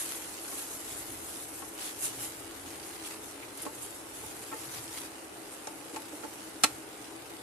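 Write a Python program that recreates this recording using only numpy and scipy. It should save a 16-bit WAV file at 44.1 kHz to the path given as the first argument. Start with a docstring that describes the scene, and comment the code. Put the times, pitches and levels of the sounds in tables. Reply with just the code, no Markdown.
"""Noodles sizzling in a pan

Wet noodles sizzle in a hot pan on a gas burner while a soft spatula stirs them.
Bursting bubbles are random clicks: dense ones make steam and simmer, sparser ones the wet fizz and pops.
Steam flares where the blade bares the metal, and short spits are puffs of noise around one pitch.
The blade thuds and once cracks on the pan, setting off its fading tones and some contact noise.
The burner is shaped noise with a fuzzy note, in a small kitchen heard by a close pair of microphones.
"""
import sys
import numpy as np
from scipy import signal
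from scipy.fft import rfft, irfft
from scipy.io import wavfile
from scipy.ndimage import uniform_filter1d

SR = 44100
rng = np.random.default_rng(int(sys.argv[2]) if len(sys.argv) > 2 else 0)


def gain_from_db(level_db):
    """Turn a decibel level (scalar or array-like) into a linear amplitude factor."""
    decades = np.asarray(level_db, float) / 20
    return 10 ** decades


def dump_mix(stems):
    """Bounce the given channels to the path in sys.argv[1] as a 16-bit WAV at rate SR."""
    frames = np.atleast_2d(stems).T  # one column per channel
    limited = np.clip(frames, -1, 1)  # hard clip at full scale
    pcm = np.round(limited * 32767).astype(np.int16)
    wavfile.write(sys.argv[1], SR, pcm)


N = 327222  # length in samples

# How alike the two microphones hear a sound. Each row: pitch in Hz, likeness (1 is identical).
LIKENESS = [(25, 0.75), (60, 1), (150, 0.94), (380, 0.77), (950, 0.1), (2380, 0.034), (5980, 0.023),
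            (15000, 0.038)]
# Which side is louder. Each row: pitch in Hz, left over right in dB.
BALANCE = [(60, 0.5), (150, 0.5), (380, 2.5), (950, 0), (2380, 0.5), (5980, -2.5), (15000, 3)]

# Tone of the steady simmer under the food. Each row: pitch in Hz, relative strength in dB per Hz.
SIMMER_TONE = [(1180, -44), (2000, 0.5), (2540, -2), (3350, -6), (3670, -4.5), (6990, -11), (8890, 0.5),
               (12000, -17), (15600, -27), (22000, -120)]
SIMMER_DB = -55.5  # before its flicker
# Tone of the steam hiss. Each row: pitch in Hz, relative strength in dB per Hz.
STEAM_TONE = [(2350, -20.5), (4000, -16.5), (4760, -18.5), (6190, -13), (6720, -10.5), (10900, -6.5),
              (12000, -7), (15600, -22), (22000, -120)]
# Tone of the wet stirring noise. Each row: pitch in Hz, relative strength in dB per Hz.
WET_TONE = [(300, -32), (900, -1.5), (1800, -3), (3000, -2.5), (5000, -4), (7000, -5.5), (12000, -5.5)]
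# The slow level of the sizzle; just after 5.06 s it drops at once.
# Each row: time in seconds, steam hiss in dB, wet stirring noise in dB.
SIZZLE_CURVE = [(0.0, -40, -49.5), (0.38, -46.5, -52.5), (0.68, -41.5, -51.5), (0.8, -44.5, -54),
                (1.1, -45, -54.5), (1.35, -47.5, -53.5), (1.5, -47.5, -57), (2.5, -52, -55.5),
                (3.2, -52.5, -56), (3.47, -55.5, -58.5), (3.75, -47, -59.5), (4.08, -52, -58.5),
                (4.16, -50.5, -57), (4.55, -49.5, -54.5), (5.06, -45, -53.5), (5.09, -55.5, -59.5),
                (6.4, -54, -56.5), (7.42, -58, -58.5)]
# The blade sweeps bare metal and the film of liquid flashes up.
# Each row: time of the peak in seconds, width in seconds, steam in dB, wet noise in dB.
STEAM_FLARES = [(1.86, 0.039, -39.5, -46), (2.048, 0.032, -34, -51.5), (2.232, 0.04, -39, -52.5),
                (2.705, 0.032, -50.5, -53), (2.91, 0.05, -48, -59.5), (3.06, 0.019, -49, -51.5),
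                (3.115, 0.019, -63, -50), (3.62, 0.041, -47, -50.5), (3.83, 0.03, -58, -56),
                (4.76, 0.035, -45.5, -50), (4.97, 0.021, -57, -49)]
POP_LOW_HZ, POP_HIGH_HZ, POP_CYCLES = 1506, 6730, 6.3
POPS_PER_S, POPS_DB = 400, -12  # pops on each side; level against the wet noise

# Burner roar in the hollow under the pan. Each row: pitch in Hz, relative strength in dB per Hz.
ROAR_TONE = [(88, -66), (150, -23), (200, -14), (250, -15), (272, -4.5), (300, -5), (335, -4), (358, -10),
             (385, -9.5), (415, -5.5), (450, -10), (684, -12.5), (795, -9.5), (867, -12), (1060, -16),
             (1380, -15), (2450, -25.5), (3000, -23.5), (3900, -55), (6600, -120)]
ROAR_DB = -48
# Low roar of the flame. Each row: time in seconds, deep part in dB, upper part in dB.
LOW_ROAR = [(0.0, -67, -69.5), (4.9, -66.5, -63), (5.2, -71, -68), (7.42, -70, -65)]
# The low roar swells now and then.
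# Each row: time of the peak in seconds, width in seconds, deep part in dB, upper part in dB.
LOW_ROAR_SWELLS = [(1.07, 0.17, -60, -61.5), (2.2, 0.18, -71, -59), (2.55, 0.17, -61, -76),
                   (4.24, 0.065, -62, -59), (4.78, 0.089, -77, -59.5), (6.68, .07, -77, -59)]
# The sharpest note of the hollow under the pan; the width is where each side is 6 dB down.
WHISTLE_HZ, WHISTLE_WIDTH_HZ, WHISTLE_DB = 324, 9.6, -56

# Short spits of steam.
# Each row: time in seconds, peak level in dB, centre pitch in Hz, length in seconds, left over right in dB.
STEAM_SPITS = [(.047, -30, 9000, .008, 0), (0.059, -24, 9000, .008, -2), (.623, -28, 10500, 0.017, 0),
               (1.37, -31.5, 9000, 0.017, -1.0), (3.048, -36, 3100, 0.034, -2),
               (3.08, -37, 8120, 0.02, 0.0), (3.424, -36, 2300, 0.034, 1), (3.574, -34, 11400, 0.02, 4),
               (3.621, -24.5, 10200, 0.022, 0.0), (3.824, -28.5, 9320, 0.036, -4),
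               (4.36, -36.5, 10300, 0.023, -3), (5.673, -29.5, 6850, 0.011, -4)]

# Touches of the spatula on the pan. Each row: start in seconds, thud level in dB over the first 20 ms,
# contact time in ms, favoured pitch in Hz, lowest mode in dB, crack against thud in dB, left over right in dB.
SPATULA_KNOCKS = [(0.521, -48.5, 12, 1150, -3, -8, -5), (0.535, -48, 9.5, 795, 9, -12, -1),
                  (1.618, -42.5, 16, 1085, 5, -13, 3), (3.651, -45, 11, 600, 0, -3, -1),
                  (3.6625, -37, 7.5, 1150, 7.5, -15, -1), (3.669, -47, 7.3, 505, 11, -14, -5),
                  (3.689, -52, 8, 850, -10, -13, 0), (4.232, -48.5, 8.8, 804, -8, -18, -2),
                  (4.513, -49, 14, 1450, -8, -12, -1), (4.52, -40, 14, 1080, 6, -18, -1),
                  (4.526, -40.5, 14, 1330, 0, -15, 3), (4.538, -45, 11, 700, 5, -13, -3),
                  (5.671, -41, 7.4, 900, 1, -4.5, 1), (5.855, -50, 6.1, 500, 11, -13, 5),
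                  (5.894, -52, 11, 500, 9, -2, 2), (5.935, -44, 22, 610, 8, -6, -2),
                  (5.959, -53, 11, 2450, -12, -7, 6), (5.959, -38.5, 17, 850, -6, -4, 1.5),
                  (6.12, -42.5, 28, 640, 10, -10, -3), (6.233, -45, 8.2, 1300, 5, -15, -2),
                  (6.238, -39, 15, 885, 6, -11, -1), (6.6356, -24, 12.7, 1400, -5, 5.5, -1.5)]
# The pan's lowest mode, strong when the middle is struck.
# It is one row: pitch in Hz, seconds to fade by 60 dB.
LOWEST_MODE = (302, 0.051)
# The pan's other modes. Each row: pitch in Hz, strength in dB, seconds to fade by 60 dB.
PAN_MODES = [(468, 6.5, 0.037), (581, -1, 0.076), (817, 0, 0.019), (882, -0.5, 0.068), (1096, -0.5, 0.035),
             (1346, 0.5, 0.018), (1636, -15, .04), (1828, 0.5, 0.039), (2070, -6, 0.047), (2240, -17, 0.04),
             (2580, 5, 0.026), (2810, -4, 0.034), (2930, 5, .03), (4240, 20, 0.022)]
# Broad noise of the contact itself. 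Each row: pitch in Hz, relative strength in dB per Hz.
CRACK_TONE = [(150, -20), (300, -9), (900, -10), (1600, -1.5), (2600, -4.5), (3460, -5.5), (4260, -4.5),
              (5000, -6), (8040, -4), (12000, -10), (15600, -31), (22000, -120)]

EDGE_HZ = 12150  # where the full treble stops


def evened(x):
    """Scales to an rms (average strength) of 1."""
    return x / np.sqrt(np.mean(x ** 2) + 1e-20)


def even_in(x, low_hz, high_hz):
    """Scales so that one band of pitch has rms 1."""
    band = signal.butter(4, [low_hz, high_hz], "band", fs=SR, output="sos")
    return x / signal.sosfilt(band, x).std()


def read(points, hz):
    """Reads a tone table between its points, on a log pitch axis."""
    f, value = np.transpose(points)
    return np.interp(np.log(hz + 1), np.log(f + 1), value)


def along(rows, column):
    """Draws one column of a time table out to every sample."""
    rows = np.array(rows)
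    return np.interp(np.arange(N) / SR, rows[:, 0], rows[:, column])


def level(curve, bumps, column):
    """Gain at every sample: a slow curve plus bell-shaped bumps, added as powers."""
    t = np.arange(N) / SR
    power = gain_from_db(along(curve, column)) ** 2
    for row in bumps:
        bell = np.exp(-.5 * ((t - row[0]) / row[1]) ** 2)
        power = power + (gain_from_db(row[column + 1]) * bell) ** 2
    return np.sqrt(power)


def panned(db):
    """Left and right gains that differ by this many dB."""
    return gain_from_db(np.array([[db], [-db]]) / 2)


def add(mix, s, sound):
    """Mixes a stereo sound in at time s in seconds."""
    part = mix[:, round(s * SR):][:, :sound.shape[1]]
    part += sound[:, :part.shape[1]]


def two_ports(left, other, points):
    """Colours a source and shares it between the two microphones by likeness and balance."""
    hz = np.fft.rfftfreq(len(left), 1 / SR)
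    a, b = rfft(evened(left)), rfft(evened(other))
    same = np.clip(read(LIKENESS, hz), -1, 1)
    right = same * a + np.sqrt(1 - same ** 2) * b
    lean = gain_from_db(read(BALANCE, hz) / 2)
    both = np.array([a * lean, right / lean])
    return evened(irfft(gain_from_db(read(points, hz)) * both, len(left)))


def noise(length, points):
    """Steady random noise of one tone at both microphones."""
    return two_ports(*rng.standard_normal((2, length)), points)


def flicker(per_s):
    """A slow random wander of rms 1 that changes about per_s times a second."""
    width = int(SR / per_s)
    return evened(uniform_filter1d(uniform_filter1d(rng.standard_normal(N), width), width))


def bursts(per_s, spread_db):
    """Tiny bubbles bursting: clicks of random sign, a few much larger."""
    size = gain_from_db(spread_db * np.minimum(rng.exponential(1, (2, N)), 3.5))
    happens = rng.random((2, N)) < per_s / SR
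    return size * rng.standard_normal((2, N)) * happens


def simmer():
    """Milk boiling away quietly under the noodles: dense small bursts that flicker."""
    fizz = two_ports(*bursts(per_s=4500, spread_db=1.5), SIMMER_TONE)
    return gain_from_db(SIMMER_DB + 0.84 * flicker(per_s=110)) * fizz


def steam():
    """Thousands of bursts a second merge into a bright hiss that flutters."""
    hiss = two_ports(*bursts(per_s=9000, spread_db=2.2), STEAM_TONE)
    hiss = even_in(hiss, 7000, 12000)
    flutter_db = 1.2 * flicker(per_s=57) + 1.4 * flicker(per_s=13.0)
    return level(SIZZLE_CURVE, STEAM_FLARES, column=1) * gain_from_db(flutter_db) * hiss


def wet_food():
    """Larger, sparser bubbles and the sticky mass folding over make a flickering fizz."""
    fizz = two_ports(*bursts(per_s=4000, spread_db=3.2), WET_TONE)
    fizz = even_in(fizz, 2200, 5500)
    flutter_db = 1.65 * flicker(per_s=210) + 1.03 * flicker(per_s=18)
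    return level(SIZZLE_CURVE, STEAM_FLARES, column=2) * gain_from_db(flutter_db) * fizz


def pops():
    """Single bubbles break the thick skin: a few cycles each, in twelve pitches, on either side."""
    out, sizes = np.zeros((2, N)), 12
    for hz in np.geomspace(POP_LOW_HZ, POP_HIGH_HZ, sizes):
        u = np.arange(512) / SR * hz / POP_CYCLES
        wave = np.sin(2 * np.pi * POP_CYCLES * u * (1 + 0.18 * u))  # the pitch rises a little
        pop = u * np.exp(-3 * u) * wave
        pop = pop[None] / np.linalg.norm(pop)
        starts = bursts(per_s=POPS_PER_S / sizes, spread_db=1.0)
        out += signal.oaconvolve(starts, pop, axes=1)[:, :N]
    return level(SIZZLE_CURVE, STEAM_FLARES, column=2) * gain_from_db(POPS_DB) * evened(out)


def patchy(x, depth_db, width_hz, length_s):
    """Random narrow patches of pitch and time rise and sink, which roughens the hiss."""
    z = signal.stft(x, nperseg=512, noverlap=384)[2]
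    patches = rng.standard_normal(z.shape[1:])
    patches = uniform_filter1d(patches, max(int(width_hz * 512 / SR), 1), axis=0)
    patches = uniform_filter1d(patches, max(int(length_s * SR / 128), 1), axis=1)
    return signal.istft(z * gain_from_db(depth_db * evened(patches)), nperseg=512, noverlap=384)[1][:, :N]


def burner():
    """Flame noise rings in the hollow under the pan; its two lowest roars swell on their own."""
    roar = gain_from_db(ROAR_DB) * noise(N, ROAR_TONE)
    deep = noise(N, [(15, -28), (40, -10.5), (72, -2.0), (90, 0.5), (130, -22), (300, -67)])
    upper = noise(N, [(30, -56), (80, -16.0), (118, -1.5), (145, -7.0), (180, -30), (300, -70)])
    deep_gain = level(LOW_ROAR, LOW_ROAR_SWELLS, column=1)
    upper_gain = level(LOW_ROAR, LOW_ROAR_SWELLS, column=2)
    return roar + deep_gain * deep + upper_gain * upper


def whistle():
    """Flame noise in a narrow resonance: a fuzzy, steady note."""
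    shape = [(-4, -40), (-1, -6), (0, 0), (1, -6), (4, -40)]  # widths off the centre, dB
    sides = [(WHISTLE_HZ + k * WHISTLE_WIDTH_HZ, db) for k, db in shape]
    return gain_from_db(WHISTLE_DB) * noise(N, sides)


def spits():
    """Each spit is a puff of noise around its own pitch that swells and fades."""
    out, t = np.zeros((2, N)), np.arange(4096) / SR
    for s, db, hz, length, pan_db in STEAM_SPITS:
        band = [(hz / 1.8, -25), (hz / 1.2, -6), (hz, 0), (hz * 1.2, -6), (hz * 1.8, -25)]
        u = t / max(length * 0.28, 1e-3)
        puff = noise(4096, band) * u * np.exp(1 - u)
        # noise peaks stand above its rms, hence 11 dB less; the puff begins 4 ms early
        add(out, s - .004, gain_from_db(db - 11.0) * panned(pan_db) * puff)
    return out


def knocks():
    """While the blade touches, it pushes the pan's damped modes and chatters as dull and bright noise."""
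    out, t = np.zeros((2, N)), np.arange(4096) / SR
    lowest_hz, lowest_t60 = LOWEST_MODE
    modes = [(lowest_hz, 0, lowest_t60)] + list(PAN_MODES)
    hz, mode_db, t60 = np.transpose(modes)[:, :, None]
    first_20_ms = np.sqrt(.02 * SR / len(t))  # counts the energy as if it all fell in 20 ms
    for s, db, touch_ms, favoured_hz, lowest_db, crack_db, pan_db in SPATULA_KNOCKS:
        u = t / (touch_ms / 1000)
        edge_on = crack_db > 1  # the stiff edge lands at once, the soft face sinks in
        if edge_on:
            force = np.tanh(t / 0.00018) * np.exp(-u ** 2.9)
        else:
            force = u ** 1.08 * np.exp(-3.6 * u)

        octaves = np.log2(hz / favoured_hz)
        # the mode nearest the favoured pitch stands out
        upper_db = mode_db - 6.1 * octaves ** 2 + 6.1 * np.exp(-(octaves / 0.16) ** 2)
        reach_db = np.where(hz == lowest_hz, lowest_db, upper_db)
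        if not edge_on:  # the soft face hardly wakes the upper modes
            reach_db = reach_db - 16 * np.maximum(np.log2(hz / (1.3 * favoured_hz)), 0)

        swell = signal.fftconvolve(force[None], gain_from_db(-60 * t / t60), axes=1)[:, :len(t)]
        swell = swell / swell.max(1, keepdims=True)
        # nearly the same random phase at both microphones
        phase = 2 * np.pi * (rng.random(hz.shape) + 0.1 * rng.standard_normal((2,) + hz.shape))
        ring = np.sum(gain_from_db(reach_db) * swell * np.sin(2 * np.pi * hz * t + phase), axis=1)

        body = [(120, -45), (300, lowest_db - 3), (favoured_hz, 0), (favoured_hz * 1.8, -5),
                (favoured_hz * 2.8, -24), (favoured_hz * 5, -45)]
        dull = force * noise(len(t), body)
        crack = force * noise(len(t), CRACK_TONE)
        thud = evened(evened(ring) + 0.5 * evened(dull))
        sound = thud + gain_from_db(crack_db) * evened(crack)
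        add(out, s, gain_from_db(db) * panned(pan_db) * first_20_ms * sound)
    return out


def kitchen(x, t60=0.15):
    """Near walls and worktop return a short, dense tail, fading by 60 dB in t60 seconds."""
    t = np.arange(8192) / SR
    tail = rng.standard_normal((2, len(t))) * gain_from_db(-60 * t / t60) * (t > .006)
    return signal.fftconvolve(x, tail / np.linalg.norm(tail[0]), axes=1)[:, :N]


def scene():
    """Sizzle and flame, with the knocks and spits echoing a little."""
    bubbling = simmer() + steam() + wet_food() + pops()
    sizzle = patchy(bubbling, depth_db=2.4, width_hz=180, length_s=.06)
    flame = burner() + whistle()
    hits = spits() + knocks()
    return sizzle + flame + hits + gain_from_db(-13.0) * kitchen(hits)


def low_pass(x):
    """Removes everything above the highest recorded frequency."""
    return signal.sosfilt(signal.butter(12, 16300, fs=SR, output="sos"), x)


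def record(dry):
    """The full treble stops at an edge; a band above it stays, on the left only."""
    hz = np.fft.rfftfreq(N, 1 / SR)
    band = [(12300, -60), (13100, -38), (13700, -2.5), (15000, -5.5), (15700, -26), (16300, -66)]
    left_only = np.array([[1], [0]])
    gain = np.where(hz < EDGE_HZ, 1, gain_from_db(read(band, hz)) * left_only)
    mix = irfft(rfft(dry) * gain, N)
    return low_pass(mix)


dry = scene()
out = record(dry)
dump_mix(out)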